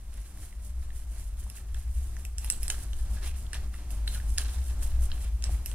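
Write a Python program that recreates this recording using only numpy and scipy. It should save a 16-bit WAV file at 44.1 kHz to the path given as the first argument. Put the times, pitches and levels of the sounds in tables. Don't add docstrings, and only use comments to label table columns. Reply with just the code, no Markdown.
import sys
import numpy as np
from scipy import signal
from scipy.fft import rfft, irfft, next_fast_len
from scipy.io import wavfile

SR = 44100
rng = np.random.default_rng(int(sys.argv[2]) if len(sys.argv) > 2 else 0)


def to_wav(s):
    ch = np.atleast_2d(s).T
    pcm = np.round(np.clip(ch, -1, 1) * 32767)
    wavfile.write(sys.argv[1], SR, pcm.astype(np.int16))


N = 253134
TIME_S = np.arange(N) / SR
FFT_SIZE = 2 * next_fast_len(N // 2 + 1)


def from_db(db):
    return 10 ** (np.asarray(db) / 20)


def unit_rms(x):
    return x / np.sqrt(np.mean(x ** 2) + 1e-20)


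def on_bins(table, column=1):
    table = np.array(table)
    bin_hz = np.maximum(np.arange(FFT_SIZE // 2 + 1) * SR / FFT_SIZE, 1)
    return np.interp(np.log(bin_hz), np.log(table[:, 0]), table[:, column])


def colour(x, spectrum):
    shaped = rfft(x, FFT_SIZE) * from_db(on_bins(spectrum))
    return unit_rms(irfft(shaped, FFT_SIZE)[..., :N])


def resonate(drive, hz, t60_s):
    r, w = from_db(-60 / (t60_s * SR)), 2 * np.pi * hz / SR
    return signal.lfilter([0, np.sin(w)], [1, -2 * r * np.cos(w), r * r], drive + 1e-18)


def drift(rate_hz):
    r = np.exp(-2 * np.pi * rate_hz / SR)
    return unit_rms(signal.lfilter([1], [1, -2 * r, r * r], rng.standard_normal(N + SR))[SR:])


# freq_hz, t60_s
ROOM_DECAY = [(500, .4), (2000, 0.18), (6000, 0.18), (15000, 0.09)]

def room_echoes(x, first_echo_s):
    t, tail = np.arange(SR // 2) / SR, 0
    freq_hz, t60_s = np.transpose(ROOM_DECAY)
    edges_hz = 300 * 2 ** np.arange(0, 6.1, .75)
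    for low, high in zip(edges_hz, edges_hz[1:]):
        band_t60_s = np.interp(np.log(low * high) / 2, np.log(freq_hz), t60_s)
        bandpass = signal.butter(2, [low, high], "band", fs=SR, output="sos")
        band = signal.sosfilt(bandpass, rng.standard_normal((2, len(t))))
        tail += band * from_db(-60 * t / band_t60_s) * (t > first_echo_s)
    return signal.fftconvolve(x[None], unit_rms(tail) / np.sqrt(len(t)), axes=1)[:, :N]


# time_s, level_db
RUMBLE_LEVEL = [(0.0, -38), (0.13, -36), (0.25, -42.5), (0.59, -36.5), (1.45, -34.5), (1.55, -41.5),
                (1.73, -32), (2.48, -34), (2.7, -35), (3.13, -31), (3.55, -38), (3.64, -29), (3.74, -37),
                (4.24, -29.5), (4.68, -32.5), (4.92, -27), (5.05, -29.5), (5.74, -31.5)]
# freq_hz, density_db
RUMBLE_SPECTRUM = [(8, -43), (14, 11), (24, -9.5), (38, -2), (50, 3), (60, 2), (72, -1), (87, -21),
                   (100, -16), (125, -30.5), (160, -35.5), (220, -56)]
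# freq_hz, density_db
AIR_SPECTRUM = [(53, -57), (90, -1), (151, -17.5), (209, -16.5), (264, -24), (434, -30), (599, -31),
                (653, -27), (2770, -37), (4640, -36.5), (9240, -32), (14200, -41), (15500, -68)]
# pitch_hz, width_hz, initial_level_db
DUCT_MODES = [(203.1, 2.8, -71.5), (305, 14.4, -74.5), (370.3, 13, -77), (596.4, 3, -79.5), (721, 8.7, -83)]

def fan_noise():
    hum_hz, hum_waver, hum_db = 56.76, 0.06477, -4.5
    air_db, rise_db_per_s, wander_db = -57.5, 1.7263, 2
    rise_db = rise_db_per_s * TIME_S + wander_db * drift(4.3)
    pitch_hz = hum_hz * (1 + hum_waver * drift(3.18))
    hum = np.sqrt(2) * np.sin(2 * np.pi * np.cumsum(pitch_hz) / SR)
    rumble = from_db(-1) * colour(rng.standard_normal((2, N)), RUMBLE_SPECTRUM)
    swell = from_db(np.interp(TIME_S, *np.transpose(RUMBLE_LEVEL)))
    out = swell * (rumble + from_db(hum_db) * hum)
    out += from_db(air_db + rise_db) * colour(rng.standard_normal((2, N)), AIR_SPECTRUM)
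    for hz, width_hz, level_db in DUCT_MODES:
        tone = resonate(rng.standard_normal((2, N)), hz, t60_s=np.log(1000) / np.pi / width_hz)
        out += from_db(level_db + rise_db) * unit_rms(tone)
    return out


def fibre_slips(per_s, spread_db):
    sizes = from_db(spread_db * np.minimum(rng.exponential(1, (2, N)), 5))
    signs = rng.choice([-1, 1], (2, N))
    return sizes * signs * (rng.random((2, N)) < per_s / SR)


# freq_hz, density_db
DRAG_SPECTRUM = [(400, -3.5), (900, -7), (1400, -7), (3000, -0.5), (5000, 6), (8000, -4), (15000, -63)]
# pitch_hz, gain_db, t60_s
STOCK_RESONANCES = [(1460, -5, 0.0048), (1736, 7.5, 0.0074), (2050, 8, 0.0036), (2290, 9.5, 0.0026),
                    (2720, 5, 0.0087), (3200, 4, 0.0075), (3600, 5.5, 0.0067), (4070, 7, 0.0084),
                    (4500, 1, 0.0065)]

def stock_drag(favoured_hz):
    slips = colour(fibre_slips(per_s=3500, spread_db=2), DRAG_SPECTRUM)
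    ringing = 0
    for hz, gain_db, t60_s in STOCK_RESONANCES:
        away = np.minimum(np.abs(np.log2(hz / favoured_hz)) / 0.5, 1)
        ringing += from_db(gain_db - 10 * away) * resonate(slips, hz, 0.9 * t60_s)
    return unit_rms(slips + 0.8 * unit_rms(ringing))


def twist_envelope_db(twists, peaks_db, creep_db, stretch):
    edge_db = 18.5
    t, level_db = np.arange(0, N, 32) / SR, creep_db
    for (peak_s, rise_s, fall_s, *_), peak_db in zip(twists, peaks_db):
        away = np.maximum((peak_s - t) / rise_s, (t - peak_s) / fall_s)
        level_db = np.maximum(level_db, peak_db - edge_db * away / stretch)
    return np.interp(TIME_S, t, level_db)


# peak_s, rise_s, fall_s, hiss_db, drag_db, stock_hz
TWISTS = [(0.16, 0.16, 0.6, -53.5, -61, 2110), (0.43, 0.21, 0.17, -48.5, -60.5, 2100),
          (0.65, 0.045, 0.087, -44.5, -66, 2000), (0.83, 0.086, 0.081, -52.5, -62.5, 2010),
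          (0.959, 0.047, 0.2, -49, -62, 2200), (1.21, 0.24, 0.21, -48.5, -60.5, 1990),
          (1.4, 0.052, 0.17, -47, -60.5, 1950), (1.57, 0.094, 0.081, -46, -54.5, 1890),
          (1.8, 0.29, 0.2, -53, -61.5, 2200), (1.97, 0.17, 0.52, -50, -64.5, 2400),
          (2.19, 0.013, 0.36, -52, -65.5, 2510), (2.39, 0.0073, 0.44, -49, -60, 2670),
          (2.454, 0.069, 0.12, -43, -51.5, 2630), (2.508, 0.011, 0.093, -37, -52.5, 4260),
          (2.637, 0.063, 0.069, -40.5, -49.5, 2080), (2.709, 0.021, 0.11, -37.5, -46.5, 1750),
          (2.83, 0.23, 0.11, -47, -55, 1800), (2.99, 0.18, 0.21, -49, -59.5, 1700),
          (3.12, .1, 0.37, -50, -64, 1650), (3.18, 0.092, 0.058, -58, -54, 1650),
          (3.232, 0.021, 0.14, -52, -45, 1800), (3.261, 0.064, 0.086, -41.5, -47, 2900),
          (3.37, 0.026, 0.12, -45, -59.5, 2500), (3.545, 0.016, 0.057, -46.5, -42.5, 2100),
          (3.75, 0.043, 0.19, -52.5, -57, 2310), (3.912, 0.014, 0.088, -43, -61, 3000),
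          (4.08, 0.023, 0.22, -41.5, -55, 3380), (4.144, 0.055, 0.074, -39.5, -49, 3300),
          (4.3, 0.082, 0.19, -45, -67, 1500), (4.39, 0.027, 0.28, -41.5, -45.5, 1550),
          (4.54, 0.13, 0.077, -43, -76.5, 1480), (4.7, 0.27, 0.079, -45.5, -54.5, 1730),
          (4.828, 0.033, 0.14, -40, -50, 1740), (4.92, .05, 0.09, -56, -56, 1630),
          (5.029, 0.043, 0.076, -41.5, -65, 2320), (5.241, 0.15, 0.066, -44.5, -51.5, 2970),
          (5.445, 0.028, 0.048, -49, -47, 2670), (5.52, 0.045, 0.14, -45, -57, 2470),
          (5.67, 0.03, 0.14, -42, -54.5, 2500)]
# freq_hz, density_db
HISS_SPECTRUM = [(1760, -29.5), (3000, -12.5), (4100, -18), (4430, -15.5), (5890, -10), (6770, -7),
                 (7350, -5), (8510, -2), (9990, -1), (15500, -17), (16000, -28)]

def patch():
    peak_s, _, _, hiss_db, drag_db, stock_hz = np.transpose(TWISTS)
    hiss_gain = from_db(twist_envelope_db(TWISTS, hiss_db, creep_db=-62, stretch=0.95) + 1.4 * drift(35))
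    hiss = colour(fibre_slips(per_s=3000, spread_db=2.6), HISS_SPECTRUM)
    drag = stock_drag(np.interp(TIME_S, peak_s, stock_hz))
    drag_gain = from_db(twist_envelope_db(TWISTS, drag_db, creep_db=-69, stretch=1.35) + 2.55 * drift(38))
    return hiss_gain * hiss + drag_gain * drag


# start_s, level_db, pitch_hz
VICE_PUSHES = [(1.466, -46.5, 1010), (2.444, -42, 890), (2.698, -41.5, 880), (5.493, -37.5, 725)]

def vice_thuds():
    out = np.zeros(N)
    for start_s, level_db, pitch_hz in VICE_PUSHES:
        push = signal.lfilter(np.hanning(30) / 10, 1, np.arange(N) == int(start_s * SR))
        out += resonate(from_db(level_db) * push, pitch_hz, t60_s=0.013)
    return out


def strike(start_s, modes, level_db, favoured_hz, reach_oct, fall_db, bounce, curve, sharp_db=0):
    rebound_s, scatter_db = 0.00053, 2.3
    onsets = (start_s * SR).astype(int)
    luck = rng.standard_normal((len(onsets), len(modes), 2))
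    gap_samples = SR * np.maximum(np.round(rebound_s * favoured_hz), 1) / favoured_hz
    out = np.zeros((2, N))
    for k, (hz, mode_db, t60_s) in enumerate(modes):
        away = np.minimum(np.abs(np.log2(hz / favoured_hz)) / reach_oct, 1) ** curve
        treble_db = sharp_db * np.clip(np.log2(hz / 10800) / 0.25, 0, 1)
        size = from_db(level_db + mode_db - fall_db * away + treble_db + scatter_db * luck[:, k, 0])
        signs = [np.full(len(onsets), (-1) ** k), np.sign(luck[:, k, 1])]
        clicks = np.zeros((2, N))
        for hit in range(3):
            clicks[:, onsets + np.round(hit * gap_samples).astype(int)] += bounce ** hit * size * signs
        out += resonate(clicks, hz, t60_s)
    return out


def seat_notes(start_s, modes, level_db, pitch_hz, t60_s):
    t = np.arange(SR // 40) / SR
    nearest = np.argmin(np.abs(pitch_hz[:, None] - np.array(modes)[:, 0]), axis=1)
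    notes = from_db(level_db[:, None] - 60 * t / t60_s) * np.sin(2 * np.pi * pitch_hz[:, None] * t)
    samples = (start_s * SR).astype(int)[:, None] + np.arange(len(t))
    out = np.zeros(N + len(t))
    np.add.at(out, samples, (-1) ** nearest[:, None] * notes)
    return out[:N]


# pitch_hz, gain_db, t60_s
ROD_RESONANCES = [(1459, 0, .2), (1670, -2, .15), (2120, -8, .15), (2650, -9, .2), (2826, 1, .25),
                  (3130, -9, .15), (3451, -2, .22), (4120, -7, .1), (4515, 0, .3), (4650, -4, .2),
                  (5320, 2, .22), (5610, -3, .2), (6780, -3, .15), (7000, -5, .2), (7390, -6, .14),
                  (7700, -4, .17), (7840, -2, .2), (7935, -1, .2), (8008, 0, .26), (8090, -4, .15),
                  (8167, -1, .24), (8400, -4, .1), (9450, -2, .15), (9700, -2, .25), (9885, 0, .2)]
# start_s, level_db, favoured_hz, reach_oct
FREE_RINGS = [(2.2522, -59, 7700, 0.38), (2.3823, -45, 7530, 0.12), (2.5004, -34.5, 8000, 0.21),
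              (2.681, -55, 8200, .2), (2.701, -50, 1700, 0.14), (3.532, -59, 1900, 3.2),
              (4.147, -49.5, 1460, 0.36), (4.383, -40.5, 3600, 1.8), (4.383, -46, 1459, 0.33),
              (4.383, -52, 9750, .2), (3.171, -55, 1670, 0.21), (3.255, -53, 2750, 0.37),
              (2.701, -42, 6950, .2), (5.44, -45, 7900, 0.25), (5.661, -49, 8100, .25)]

def rod_ringing():
    start_s, level_db, favoured_hz, reach_oct = np.transpose(FREE_RINGS)
    rattle_db = 4.5 * drift(260)
    ringing = strike(start_s, ROD_RESONANCES, level_db, favoured_hz, reach_oct,
                     fall_db=24, bounce=0, curve=2)
    return from_db(rattle_db) * ringing


# pitch_hz, gain_db, t60_s
STEEL_RESONANCES = [(5180, 0.5, 0.011), (6300, 0, 0.0044), (6750, -2, 0.0026), (7500, -6, 0.0079),
                    (8020, -1, 0.0055), (8800, 4.5, 0.0041), (9800, 2, 0.0037), (9600, -4.5, 0.006),
                    (10290, -1, 0.0045), (11380, 0, 0.0059), (12600, -8.5, 0.005), (13200, -13, 0.003),
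                    (14100, -8, 0.0022), (15600, -18, .003)]
# start_s, steel_db, stock_db, stock_hz, steel_hz, sharp_db
CONTACTS = [(0.1405, -40, -58, 2970, 9800, 0), (0.3742, -47, -59.5, 1740, 8100, 20),
            (0.5264, -66, -49.5, 2050, 9240, 0), (0.904, -65, -47, 1900, 8040, 0),
            (1.5, -29, -50, 2720, 11000, -1), (1.573, -51, -51, 2620, 8800, 1),
            (1.583, -54, -52, 1820, 8780, 0), (1.7465, -60, -48.5, 1550, 9000, 0),
            (1.745, -34, -51, 3250, 7700, -5), (2.167, -42.5, -47.5, 1882, 6300, -2),
            (2.2512, -29, -40, 2560, 11800, 0), (2.2512, -30, -53, 2690, 7650, -8),
            (2.383, -22.5, -44.5, 2530, 7720, -16), (2.4457, -26, -46, 2620, 10500, 14),
            (2.501, -13, -42, 2880, 8020, 6), (2.5013, -13.5, -48, 2750, 9320, 0),
            (2.6312, -24, -47, 2600, 10500, 13), (2.681, -18, -51, 3200, 8200, -1),
            (2.701, -20, -34, 1660, 9550, -9), (2.7007, -19, -32, 2120, 8450, -9),
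            (2.702, -19.5, -32, 2945, 6600, -3), (2.79, -35, -66, 1780, 9200, 0),
            (2.9322, -41.5, -44, 2984, 6300, 0), (3.171, -57, -55, 1650, 8400, 0),
            (3.275, -33, -61, 2780, 10130, -2), (3.466, -58, -50, 3360, 7550, 0),
            (3.532, -24, -35.5, 1930, 8460, -5), (3.5437, -37, -38, 2940, 8830, 0),
            (3.55, -48, -48, 2185, 5310, 0), (3.739, -45, -43, 1200, 10400, 0),
            (3.7423, -52, -45.5, 2060, 8880, 0), (3.906, -35, -51, 2760, 11600, -3),
            (4.076, -32, -38.5, 1869, 10180, 3), (4.078, -38, -32.5, 4070, 9500, 0),
            (4.139, -37, -48, 3900, 9200, 0), (4.147, -34, -45, 4200, 9000, 0),
            (4.15, -50, -40, 1450, 8900, 0), (4.2006, -54, -42, 1587, 9100, 3),
            (4.378, -27, -38, 2810, 6720, -8), (4.3828, -19, -34.5, 1710, 10060, -17),
            (4.3826, -17, -28.5, 4600, 7100, -8), (4.397, -40, -40, 3000, 9400, -6),
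            (4.417, -45, -40, 2900, 9500, 0), (5.1, -49, -49, 1310, 5120, 0),
            (5.117, -48, -37, 3200, 5340, 0), (5.4238, -31, -47, 2670, 6750, -5),
            (5.44, -23, -39.5, 3940, 8020, -18), (5.4403, -24, -51, 2740, 5430, -8),
            (5.546, -52, -51, 2100, 8590, 0), (5.66, -21.5, -43.5, 2830, 11800, 4),
            (5.7143, -35, -43.5, 3300, 8080, 0)]

def rod_ticks():
    start_s, steel_db, stock_db, stock_hz, steel_hz, sharp_db = np.transpose(CONTACTS)
    out = strike(start_s, STEEL_RESONANCES, steel_db, steel_hz,
                 reach_oct=0.71, fall_db=11.5, bounce=0.43, curve=0.63, sharp_db=sharp_db)
    out += strike(start_s, STOCK_RESONANCES, stock_db, stock_hz,
                  reach_oct=1.2, fall_db=15, bounce=0.15, curve=1.5)
    out += seat_notes(start_s, STEEL_RESONANCES, steel_db - 2, steel_hz, t60_s=0.007)
    out += seat_notes(start_s, STOCK_RESONANCES, stock_db + 2.5, stock_hz, t60_s=0.013)
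    out += rod_ringing()
    out = signal.sosfilt(signal.butter(4, 1250, "high", fs=SR, output="sos"), out)
    out[1] = signal.hilbert(out[1], next_fast_len(N)).imag[:N]
    return out


def blend(rows, coherence):
    return np.sqrt(coherence) * rows[0] + np.sqrt(1 - coherence) * rows[1]


# freq_hz, gain_db, lead_rad, diffuse_coherence
LEFT_PORT = [(49.6, 1, 0, 1), (262, 0.13, 0.34, 0.97), (1200, 0.86, -0.48, 0.8), (2800, -1, -0.7, 0.48),
             (4600, -0.5, -2.5, 0), (7360, -4, -3, 0.14), (9500, -6, -2.5, 0.07), (13200, -3.5, -2, 0.14),
             (16300, 4.5, -2.5, 0.7)]
# freq_hz, gain_db, coherence
DIRECT_SHADE = [(1800, -.5, 1), (5000, -2.5, 0.36), (7350, -0.5, 0.6), (10500, -6.5, 0.36), (14000, -3, .5)]

def microphone_ports(diffuse, direct):
    diffuse, direct = rfft(diffuse, FFT_SIZE), rfft(direct, FFT_SIZE)
    left = blend(diffuse, on_bins(LEFT_PORT, column=3))
    left += from_db(on_bins(DIRECT_SHADE)) * blend(direct, on_bins(DIRECT_SHADE, column=2))
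    left *= from_db(on_bins(LEFT_PORT)) * np.exp(1j * on_bins(LEFT_PORT, column=2))
    right = diffuse[0] + direct[0]
    return irfft(np.array([left, right]), FFT_SIZE)[:, :N]


def scene():
    knocks = rod_ticks() + vice_thuds()
    echoes = from_db(-11) * room_echoes(knocks[0], first_echo_s=0.003)
    return microphone_ports(diffuse=echoes + patch() + fan_noise(), direct=knocks)


def record(dry):
    stopband_hz = 16800
    return signal.sosfilt(signal.cheby2(12, 60, stopband_hz, fs=SR, output="sos"), dry)


dry = scene()
out = record(dry)
to_wav(out)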